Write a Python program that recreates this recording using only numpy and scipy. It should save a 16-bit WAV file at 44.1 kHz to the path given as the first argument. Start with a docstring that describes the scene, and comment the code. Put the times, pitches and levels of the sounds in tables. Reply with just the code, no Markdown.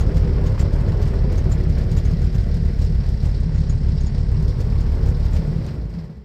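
"""Airboat V8 idling and running down

From the seat beside it, a loping V8 idles, then is switched off and pumps air, slower and slower.
Each stroke puffs from the open exhaust, rings the pipes, and gates noise into hull drone, clatter and hiss.
Hard kicks make the propeller drive slip with raspy chirps; a belt hums, valve gear pings, the frame rings,
and a few booms and clicks stand out. The mid-range shifts as the listener turns away from the engine.
"""
import sys
import numpy as np
from scipy import signal
from scipy.fft import rfft, irfft, next_fast_len
from scipy.io import wavfile
from scipy.ndimage import uniform_filter1d

SR = 44100
rng = np.random.default_rng(int(sys.argv[2]) if len(sys.argv) > 2 else 0)


def pcm_store(signal):
    """Save signal as 16-bit PCM."""
    levels = np.round(np.clip(np.atleast_2d(signal), -1, 1) * 32767)
    wavfile.write(sys.argv[1], SR, levels.astype(np.int16).T)


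N = 275426
TIME = np.arange(N) / SR

# Idle speed of the crank: start_s, rate [cylinder strokes per second]
IDLE_SPEED = [(0.0, 39.43), (0.34, 36.25), (0.69, 38.22), (1.72, 34.69), (2.06, 37.2), (3.09, 36.33),
              (3.44, 33.79), (3.78, 35.28), (4.12, 34.93), (4.47, 37.44), (4.81, 35.62), (5.5, 36.37)]
OFF_S = 5.41  # the spark is cut
COAST_S, FRICTION_HZ_PER_S = 5.55, 37  # from then on, friction takes this many strokes/s off each second

# The lope: burns swell and sag in waves, three to every sixteen strokes
LOPE_STROKES = 16 / 3
LOPE_CREST_STROKE, LOPE_DEPTH_DB, LOPE_SHARPNESS = 1.6, 6.5, 2.5  # sags are narrower than crests
LURCH_S, LURCH_LATE_STROKE = 0.00289, 1.97  # twice in each wave the strokes run late, then early

# A few cylinders in a row burn badly: centre_s, burn change_db
STUMBLES = [(0.555, -3.5), (0.677, -8), (0.965, -3), (1.29, -3), (2.31, -8), (2.458, -4), (2.597, -3),
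            (2.763, -7.5), (3.186, -6), (3.49, -12), (3.67, -2), (3.79, -3.5), (4.112, -8.5), (4.566, -9.5),
            (5.134, -2), (5.295, -6.5)]
STUMBLE_S = 0.021  # half the length of a stumble
# How hard each cylinder rings the pipes, in firing order: level_db
CYLINDER_RING = [-1.5, 1, -1, -1, -3.5, -3, 3.5, -2]
# Slips of the propeller drive: start_s, squeak_db, squeak pitch_hz, rasp_db (both levels before trim)
CHIRPS = [(0.0064, -38, 6800, -37.5), (0.166, -42, 6980, -38.5), (0.464, -40.5, 6590, -40),
          (0.599, -33, 7380, -34), (0.7333, -52, 6830, -45.5), (0.885, -59, 6850, -47),
          (1.0224, -56, 7440, -40), (1.075, -58, 6600, -45.5), (1.324, -59, 6850, -44),
          (1.3794, -40.5, 6470, -43), (1.519, -33.5, 7220, -40), (1.698, -50, 6850, -46.5),
          (1.781, -55, 7060, -44), (1.916, -48.5, 6840, -44), (1.973, -38, 7010, -37.5),
          (2.0541, -40, 6420, -45.5), (2.111, -54, 6500, -47), (2.217, -56, 6800, -47.5),
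          (2.245, -48.5, 7400, -50), (2.35, -53, 7100, -42), (2.404, -64, 6470, -47.5),
          (2.653, -60, 6840, -49.5), (2.791, -56, 7000, -48.5), (2.817, -52, 7420, -47),
          (2.844, -54, 7200, -47), (2.95, -63, 7000, -51.5), (3.232, -55, 7000, -47.5),
          (3.2569, -54, 7630, -46), (3.289, -58, 7000, -52.5), (3.5475, -46, 7030, -48),
          (3.579, -48, 6640, -51.5), (3.697, -34.5, 6810, -45.5), (3.888, -53, 7000, -48.5),
          (4.0081, -41, 6540, -53), (4.0655, -41.5, 6880, -53), (4.179, -56, 6830, -49.5),
          (4.606, -58, 7070, -43), (4.807, -47, 6894, -49.5), (4.92, -61, 7100, -50.5),
          (5.06, -60, 7000, -46.5), (5.089, -52, 7060, -44.5), (5.255, -56, 6960, -46),
          (5.3347, -44, 7300, -43.5), (5.362, -52, 7500, -45.5)]

# Colour of the turbulent exhaust flow: freq_hz, level_db
RUMBLE_COLOUR = [(25, -27), (40, -16.5), (52, 11), (60, 0), (70, -1.5), (86, 0.5), (98, 2), (120, 1),
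                 (150, -16.5), (220, -43)]
# Colour of the ringing exhaust pipes: freq_hz, level_db
PIPE_COLOUR = [(70, -40), (105, -14), (130, 0.5), (152, -1), (163, 1), (178, -14.5), (198, -5.5),
               (214, -12), (232, -10.5), (260, -26), (450, -48.5)]
# Colour of the hull drone: freq_hz, level_db
HULL_COLOUR = [(170, -1.5), (250, 3.5), (330, 2.5), (385, 2.5), (440, -1.5), (480, 0), (560, -1), (700, -8),
               (900, -19.5), (1500, -18)]
# Hull resonances on top of that colour: pitch_hz, width_hz, level_db
HULL_MODES = [(292.3, 24, -4.5), (336, 18, -1), (371.8, 25, -0.5), (414.5, 20, -0.5), (436.5, 18, -11.5),
              (472, 46, -3)]
# Colour of the valve clatter: freq_hz, level_db
CLATTER_COLOUR = [(400, -25), (700, 1), (900, 1), (1300, -7), (1600, -0.5), (2050, -1.5), (2500, -7),
                  (3300, -11.5), (4500, -31.5), (8000, -67)]
# Engine block resonances on top of the clatter: pitch_hz, width_hz, level_db
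BLOCK_MODES = [(874, 11, 1.5), (1093, 88, -7), (1517, 29, -7.5), (1960, 33, -16)]
# Colour of the hiss: freq_hz, level_db
HISS_COLOUR = [(2000, -22.5), (3200, -3.5), (4200, 3.5), (5100, 4), (5600, 1.5), (6100, -11), (7000, -21),
               (8800, -26), (10000, -29.5), (15000, -35.5)]
# Colour of the finer sizzle mixed into the hiss: freq_hz, level_db
SIZZLE_COLOUR = [(3000, -15), (5500, -1), (7000, 0.5), (8800, -0.5), (10000, -17.5), (11300, -20),
                 (12400, -4.5), (15000, -19)]
# Colour of the slipping drive: freq_hz, level_db
RASP_COLOUR = [(500, 19.5), (1000, 11), (2000, 8), (3200, 4), (5300, 4.5), (8000, -3), (10000, -13),
               (12500, -10), (15500, -16.5)]

# Partials of the belt drive hum: multiple [of the stroke rate], level_db
HUM_PARTIALS = [(10.8, 0), (13.2, -3)]
# Belt hum against the hull drone: start_s, level_db
HUM_LEVEL = [(0.0, -9), (0.4, -3), (0.7, -13), (1.22, -6), (1.9, -7.5), (2.6, -14), (3.0, -6.5),
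             (3.4, -16.5), (4.0, -13.5), (4.3, -5), (4.85, -11.5), (5.06, 0.5), (5.2, -10.5), (5.5, -3.5),
             (5.7, -14)]
# Valve gear pings: pitch_hz, width_hz, level_db
TAPPET_MODES = [(4420, 300, -3.5), (5015, 260, 0.5), (5450, 360, -3)]
# Ringing hull and steel: pitch_hz, width_hz, level_db, power [of the crank speed share]
FRAME_MODES = [(167, 6.9, -42, 0.4), (202, 9.86, -43.5, 0.76), (433, 7.84, -52, 0.31), (905, 10, -65, .3),
               (1976, 29, -76, .3)]
# Booms of the pipes and hull: peak_s, pitch_hz, level_db
BOOMS = [(0.061, 157, -19.5), (0.161, 148, -15.5), (0.495, 148, -17), (0.51, 101, -14), (0.9, 101, -16),
         (0.921, 149, -16.5), (1.05, 148.4, -14), (1.691, 158, -15.5), (1.946, 146, -17),
         (2.134, 164, -13.5), (2.568, 163.3, -14.5), (2.905, 157, -17), (3.479, 157, -16.5),
         (3.592, 158, -17.5), (3.93, 153.7, -15), (4.401, 153.3, -16), (4.67, 153, -17),
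         (5.042, 144, -18.5), (5.396, 159, -15.5), (5.488, 155, -18), (5.705, 126, -24), (5.795, 55, -21),
         (5.865, 55, -23), (5.98, 165, -18), (6.181, 64, -27)]
# Small metallic clicks and knocks: start_s, level_db, pitch_hz, width_hz, decay_s
CLICKS = [(5.365, -39.5, 2094, 2600, 0.0072), (5.664, -45, 4750, 5000, 0.0042),
          (5.684, -42.5, 1700, 2400, 0.01)]

# Bass and treble as the engine runs down: start_s, bass_db, treble_db
RUN_DOWN = [(5.62, 0, 0.5), (5.69, 2, 2), (5.79, 2, -0.5), (5.83, 1, -1.5), (5.88, 0, -3), (5.95, 0.5, 2.5),
            (6.065, 2, 2.5), (6.09, -9, -1.5), (6.14, -9, 0.5), (6.19, -5, -0.5)]
# Mid-range as the listener turns from engine to dashboard: start_s, low_mid_db, around_1khz_db
MIDS = [(0.1, -32, -45.5), (0.57, -31.5, -43.5), (1.5, -32, -48), (2.14, -37, -59), (2.85, -39.5, -55.5),
        (3.5, -41, -55.5), (4.1, -41.5, -54.5), (4.72, -37.5, -47), (5.06, -36, -48), (5.22, -37.5, -48.5),
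        (5.5, -36, -49.5)]
FACING_DB, FACING_1K_DB = -33, -48  # those two levels when facing the engine
# Layers at the seat, by name: level_db facing the engine, turn_share, power [of the crank speed share],
# unfired_db [change without spark]
MIX = {"exhaust": (-16.5, 0.08, 2, -7), "pipes": (-25, 0.16, 1.4, -0.5), "hull": (-33, 0.875, 1.64, 0),
       "clatter": (-46, .5, 1.3, -1.7), "hiss": (-52.5, 0, 1.47, -1.5), "tappets": (-64, -0.55, 1, -5)}
# The highest treble, above AIR_HZ: start_s, level_db
AIR = [(0.0, 0.5), (2.0, 2), (3.33, -0.5), (3.47, -15), (4.22, -10.5), (4.44, 2.5), (5.35, 2.5), (6.0, 3)]
AIR_HZ = 11200
TOP_HZ = 15400  # nothing much is heard above this


def undb(db):
    """Decibels to gain."""
    return 10 ** (np.asarray(db) / 20)


def unit(x):
    """Scale to rms 1."""
    return x / np.sqrt(np.mean(x ** 2))


def curve(table):
    """Draw a (time, value) table as a line over the whole scene."""
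    return np.interp(TIME, *np.transpose(table))


def colour(x, points):
    """Filter by a spectrum of (Hz, dB) points, close to silent outside them."""
    hz, db = np.transpose(points)
    size = next_fast_len(len(x) + SR // 2)
    f = np.maximum(np.arange(size // 2 + 1) * SR / size, 1)
    gain = undb(np.interp(np.log(f), np.log(hz), db, left=-90, right=-90))
    return irfft(rfft(x, size) * gain, size)[:len(x)]


def resonance(x, hz, width_hz):
    """One band-pass resonance, applied twice for steep skirts."""
    b, a = signal.iirpeak(hz, hz / width_hz, fs=SR)
    return signal.lfilter(b, a, signal.lfilter(b, a, x))


def body(x, points, modes):
    """A broad colour with a few resonances on top."""
    ringing = sum(undb(db) * resonance(x, hz, width) for hz, width, db in modes)
    return unit(colour(x, points) + ringing)


def shelf(x, hz, side, s, db):
    """Move the level of everything on one side of a frequency along a curve."""
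    part = signal.sosfiltfilt(signal.butter(4, hz, side, fs=SR, output="sos"), x)
    return x + (undb(np.interp(TIME, s, db)) - 1) * part


def swell(t, rise_s, fall_s):
    """An envelope that grows up to t = 0 and dies away after it."""
    return np.exp(np.minimum(t / rise_s, -t / fall_s))


def walk(rate):
    """Smooth random wavering with a spread near 1, stepping about rate times a second."""
    size = int(SR / rate)
    steps = np.repeat(rng.standard_normal(N // size + 1), size)
    return unit(uniform_filter1d(uniform_filter1d(steps, size), size)[:N])


def grit(spread_db):
    """Noise whose level jumps at random every 32 samples, like tiny impacts of unequal size."""
    level_db = spread_db * np.repeat(rng.standard_normal(N // 32 + 1), 32)[:N]
    return unit(rng.standard_normal(N) * undb(level_db))


def pulses(times, sizes):
    """One impulse for each stroke."""
    out = np.zeros(N)
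    np.add.at(out, np.clip((times * SR).astype(int), 0, N - 1), sizes)
    return out


def stroke_gate(times, sizes, rise_s, fall_s):
    """An envelope that swells with each stroke."""
    t = np.arange(-SR // 8, SR // 8) / SR
    return signal.fftconvolve(pulses(times, sizes), swell(t, rise_s, fall_s), "same")


def bursts(times, sizes, rise_s, fall_s, depth, pumping=0.44):
    """White noise that swells with each stroke; without spark the flow is more even."""
    gate = stroke_gate(times, sizes, rise_s, fall_s)
    gate = gate / uniform_filter1d(gate, size=SR // 2)
    share = min(depth, 1) * np.maximum(spark(), pumping)
    return (1 + share * (gate - 1)) * rng.standard_normal(N)


def spark():
    """1 while the cylinders burn, fading around the switch-off to 0 when they only pump air."""
    return np.clip((OFF_S + 0.14 - TIME) / 0.19, 0, 1)


def speed():
    """Strokes per second: the wandering idle, then a steady loss to friction."""
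    return np.maximum(curve(IDLE_SPEED) - FRICTION_HZ_PER_S * np.maximum(TIME - COAST_S, 0), 1)


def slowing():
    """Crank speed as a share of idle: 1 while running, falling towards 0."""
    return speed() / curve(IDLE_SPEED)


def crank():
    """Strokes completed so far, counted from the middle of the first puff."""
    return np.cumsum(speed()) / SR - .72


def kicked(times, burn_db, lag_s=.006, kick_db=3.5, per_rasp=0.2):
    """The stroke under each chirp is a hard kick: it puffs just after the slip, stronger under a louder rasp."""
    start, _, _, rasp_db = np.transpose(CHIRPS)
    nearest = abs(times[:, None] - start - lag_s).argmin(axis=0)
    times, burn_db = times.copy(), burn_db.copy()
    times[nearest] = start + lag_s
    burn_db[nearest] = kick_db + per_rasp * (rasp_db - rasp_db.mean())
    return times, burn_db


def strokes(jitter_s=0.00082, burn_scatter_db=1.4, ring_scatter_db=2.5):
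    """Time, burn and pipe ring of every stroke: crank speed, lope, misfires, hard kicks and a little chance."""
    count = crank()
    index = np.arange(int(count[-1]) + 1)
    times = np.interp(index, count, TIME)
    burning = np.interp(times, TIME, spark())  # no burns, no lope
    sag = abs(np.sin(np.pi * (index - LOPE_CREST_STROKE) / LOPE_STROKES)) ** (2 * LOPE_SHARPNESS)
    lope_db = -LOPE_DEPTH_DB * (sag - sag.mean())
    lag = LURCH_S * np.cos(2 * np.pi * 2 * (index - LURCH_LATE_STROKE) / LOPE_STROKES)
    misfire_db = sum(db * np.exp(-((times - at) / STUMBLE_S) ** 2 / 2) for at, db in STUMBLES)
    cylinder_db = np.array(CYLINDER_RING)[index % len(CYLINDER_RING)]
    time_chance, burn_chance, ring_chance = rng.standard_normal((3, len(index)))
    times = times + burning * lag + jitter_s * time_chance
    times, burn_db = kicked(times, burning * (lope_db + misfire_db))
    burn_db = burn_db + burn_scatter_db * burn_chance
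    ring_db = burning * cylinder_db + ring_scatter_db * ring_chance
    return times, burn_db, ring_db


def exhaust(times, burn_db, rise_s=0.0033, fall_s=0.0029, weak_stretch=0.013, rumble_db=-5.5,
            pumping_db=-2.5, echo_s=0.013, echo_db=-16):
    """Each burn pushes out a slug of gas; its rate of change is heard, with a pipe echo and turbulent rumble."""
    out = np.zeros(N)
    for start, db in zip(times, burn_db):
        near = slice(max(int(start * SR) - SR // 20, 0), int(start * SR) + SR // 20)
        t = TIME[near] - start
        width = np.where(t < 0, rise_s, fall_s) * np.exp(-weak_stretch * db)  # weak burns leave more slowly
        out[near] += undb(db) * t / width ** 2 * np.exp(-(t / width) ** 2 / 2)
    out = out + undb(echo_db) * np.interp(TIME - echo_s, TIME, out)
    flow = bursts(times, undb(burn_db), rise_s=0.0036, fall_s=0.049, depth=0.18)
    rumble = unit(colour(flow, RUMBLE_COLOUR))
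    puff = undb(2 * pumping_db * (1 - spark()))  # pumped air puffs less and rumbles more
    return unit(unit(out) * puff + undb(rumble_db) * rumble / puff)


def pipes(times, ring_db, scatter_s=0.0017, gas_db=-4):
    """The blow-down of each cylinder rings the pipes, a little early or late, with rushing gas."""
    knocks = pulses(times + scatter_s * rng.standard_normal(len(times)), undb(ring_db))
    gas = bursts(times, undb(ring_db), rise_s=0.0095, fall_s=0.025, depth=0.39)
    return unit(unit(colour(knocks, PIPE_COLOUR)) + undb(gas_db) * unit(colour(gas, PIPE_COLOUR)))


def hum(waver=0.042, flutter_db=5):
    """The belt drive hums at multiples of the stroke rate, wavering at random in pitch and level."""
    rate = speed() * (1 + waver * walk(15))
    phase = 2 * np.pi * np.cumsum(rate) / SR
    tone = sum(undb(db + flutter_db * np.tanh(walk(14))) * np.sin(multiple * phase)
               for multiple, db in HUM_PARTIALS)
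    return unit(tone) * undb(curve(HUM_LEVEL))


def turn_db():
    """Level change of the low mid-range as the listener turns, against facing the engine."""
    s, low_db, _ = np.transpose(MIDS)
    return np.interp(TIME, s, low_db) - FACING_DB


def hollow_db(share=0.68):
    """Further change of the clatter around 1 kHz, beyond its share of the turn."""
    s, _, db = np.transpose(MIDS)
    return np.interp(TIME, s, db) - FACING_1K_DB - share * turn_db()


def hull_drone(valves, kick):
    """Each stroke shakes the hull into a resonant drone, joined by the belt hum."""
    shaking = bursts(valves, kick, rise_s=0.006, fall_s=0.016, depth=0.49)
    return unit(body(shaking, HULL_COLOUR, HULL_MODES) + hum())


def valve_clatter(valves, kick, grit_db=1.5, full_db=2):
    """Rough taps ring the engine block, fuller or hollower around 1 kHz."""
    taps = bursts(valves, kick, rise_s=0.0022, fall_s=0.015, depth=0.23) * undb(grit_db * walk(400))
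    clatter = body(taps, CLATTER_COLOUR, BLOCK_MODES)
    return unit(clatter + (undb(full_db + hollow_db()) - 1) * resonance(clatter, 1000, 830))


def engine_hiss(valves, hiss_kick, top_kick, sizzle_db=-9):
    """Each stroke swells a band of hiss and a quicker, brighter sizzle."""
    hiss = bursts(valves, hiss_kick, rise_s=0.0024, fall_s=0.014, depth=0.46)
    sizzle = bursts(valves, top_kick, rise_s=0.0017, fall_s=0.0091, depth=0.37)
    return unit(unit(colour(hiss, HISS_COLOUR)) + undb(sizzle_db) * unit(colour(sizzle, SIZZLE_COLOUR)))


def machinery(times, burn_db, hull_scatter_db=5, scatter_db=6):
    """Hull drone, valve clatter and hiss, each kicked by every stroke in its own measure."""
    scatter = np.clip(rng.standard_normal((4, len(times))), -1.5, 1.5)
    hull_kick = undb(.45 * burn_db + hull_scatter_db * scatter[0])
    block_kick = undb(.5 * burn_db + scatter_db * scatter[1])
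    hiss_kick = undb(.7 * burn_db + scatter_db * scatter[2])
    top_kick = undb(.9 * burn_db + scatter_db * scatter[3])
    valves = times - .005  # the valves open just ahead of the puff
    return hull_drone(valves, hull_kick), valve_clatter(valves, block_kick), engine_hiss(valves, hiss_kick, top_kick)


def tappets(times, scatter_s=0.0054, scatter_db=4):
    """Each stroke closes two valves, which ping a little differently every time."""
    both = np.repeat(times, 2)
    out = np.zeros(N)
    for hz, width, db in TAPPET_MODES:
        when = both + scatter_s * rng.standard_normal(len(both))
        sizes = undb(scatter_db * (2 * rng.random(len(both)) - 1))
        out += undb(db) * unit(resonance(pulses(when, sizes), hz, width))
    return unit(out)


def frame():
    """Hull and cage ring as sines wavering within narrow resonances, fading more slowly than the crank."""
    out = np.zeros(N)
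    for hz, width, db, power in FRAME_MODES:
        phase = 2 * np.pi * np.cumsum(hz + width / 2 * walk(20)) / SR
        out += undb(db + 1.5 * walk(8)) * slowing() ** power * unit(np.sin(phase))
    return out


def throb(throb_db=-30.0, lasts_s=0.25, fade_s=0.09):
    """The engine rocks the deck once a stroke, whatever the burn, and fades out as the crank slows."""
    rocking = np.clip((OFF_S + lasts_s - TIME) / fade_s, 0, 1)
    return undb(throb_db) * rocking * unit(np.sin(2 * np.pi * crank()))


def slips(times, burn_db, level_db=-64, kick=1.5, scatter_db=2.5):
    """Strong burns make the drive slip a little: a faint rasp with no squeak."""
    sizes = undb(kick * burn_db + scatter_db * np.clip(rng.standard_normal(len(times)), -2, 2))
    gate = stroke_gate(times, sizes, rise_s=0.012, fall_s=0.0088)
    return undb(level_db) * unit(spark() * gate * colour(grit(spread_db=6.0), RASP_COLOUR))


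def chirps(rasp_trim_db=2.5, squeak_trim_db=-5, squeak_width_hz=130, pair_hz=400, rasp_rise_s=0.0077,
           rasp_fall_s=0.015, judder_db=2.1, squeak_rise_s=0.004, squeak_fall_s=0.01, tilt_db=3.5):
    """A hard kick makes the drive slip: a juddering rasp of varying brightness around a close pair of squeaks."""
    out = np.zeros(N)
    rasp = unit(colour(grit(spread_db=2.0), RASP_COLOUR))
    bright = resonance(rasp, 8900, 7000)
    judder = unit(undb(judder_db * np.tanh(walk(450))))
    for start, squeak_db, hz, rasp_db in CHIRPS:
        near = slice(max(int(start * SR) - SR // 20, 0), int(start * SR) + SR // 10)
        t = TIME[near] - start - .003
        squeak = unit(sum(resonance(rng.standard_normal(len(t)), hz + side * pair_hz, squeak_width_hz)
                          for side in (-.5, .5)))
        tilt = undb(tilt_db * (2 * rng.random() - 1))
        scrape = rasp[near] + (tilt - 1) * bright[near]
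        out[near] += undb(rasp_db + rasp_trim_db) * scrape * swell(t, rasp_rise_s, rasp_fall_s)
        out[near] += undb(squeak_db + squeak_trim_db) * squeak * swell(t, squeak_rise_s, squeak_fall_s)
    return out * judder


def booms(rise_s=0.017, fall_s=0.022):
    """One low resonance at a time swells over a stroke or two and dies away."""
    out = np.zeros(N)
    for peak_s, hz, db in BOOMS:
        t = TIME - peak_s
        out += undb(db) * swell(t, rise_s, fall_s) * np.sin(2 * np.pi * hz * t)
    return out


def clicks(rise_s=0.00094):
    """Loose fittings and the ignition key: short ticks and knocks of resonant noise."""
    out = np.zeros(N)
    t = np.arange(SR // 20) / SR
    for start, db, hz, width_hz, decay_s in CLICKS:
        tick = swell(t - rise_s, rise_s, decay_s) * unit(resonance(rng.standard_normal(len(t)), hz, width_hz))
        first = int(start * SR)
        out[first:first + len(t)] += undb(db) * tick
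    return out


def run_down(x, bass_hz=110, treble_hz=700):
    """The bass and the treble swell and sag as the crank comes to rest."""
    s, bass_db, treble_db = np.transpose(RUN_DOWN)
    x = shelf(x, bass_hz, "low", s, bass_db)
    return shelf(x, treble_hz, "high", s, treble_db)


def at_seat(x, db, turn_share, speed_power, unfired_db):
    """A layer's level follows the listener's turn, the spark and the slowing crank."""
    level_db = db + turn_share * turn_db() + unfired_db * (1 - spark())
    return x * undb(level_db) * slowing() ** speed_power


def scene():
    """Each stroke drives the exhaust and shakes the machinery; the mix shifts as the listener turns."""
    times, burn_db, ring_db = strokes()
    hull, clatter, hiss = machinery(times, burn_db)
    layers = {"exhaust": exhaust(times, burn_db), "pipes": pipes(times, ring_db),
              "hull": hull, "clatter": clatter, "hiss": hiss, "tappets": tappets(times)}
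    engine = sum(at_seat(x, *MIX[name]) for name, x in layers.items())
    boat = run_down(engine + frame()) + throb() + slips(times, burn_db) + chirps() + booms() + clicks()
    return shelf(boat, AIR_HZ, "high", *np.transpose(AIR))[None]


def record(dry, ceiling=0.56):
    """The microphone drops the deepest bass, rounds the loudest puffs and cuts the top."""
    x = signal.sosfiltfilt(signal.butter(4, 27, "high", fs=SR, output="sos"), dry)
    x = ceiling * np.tanh(x / ceiling)
    return signal.sosfilt(signal.ellip(8, .2, 70, TOP_HZ, fs=SR, output="sos"), x)


dry = scene()
out = record(dry)
pcm_store(out)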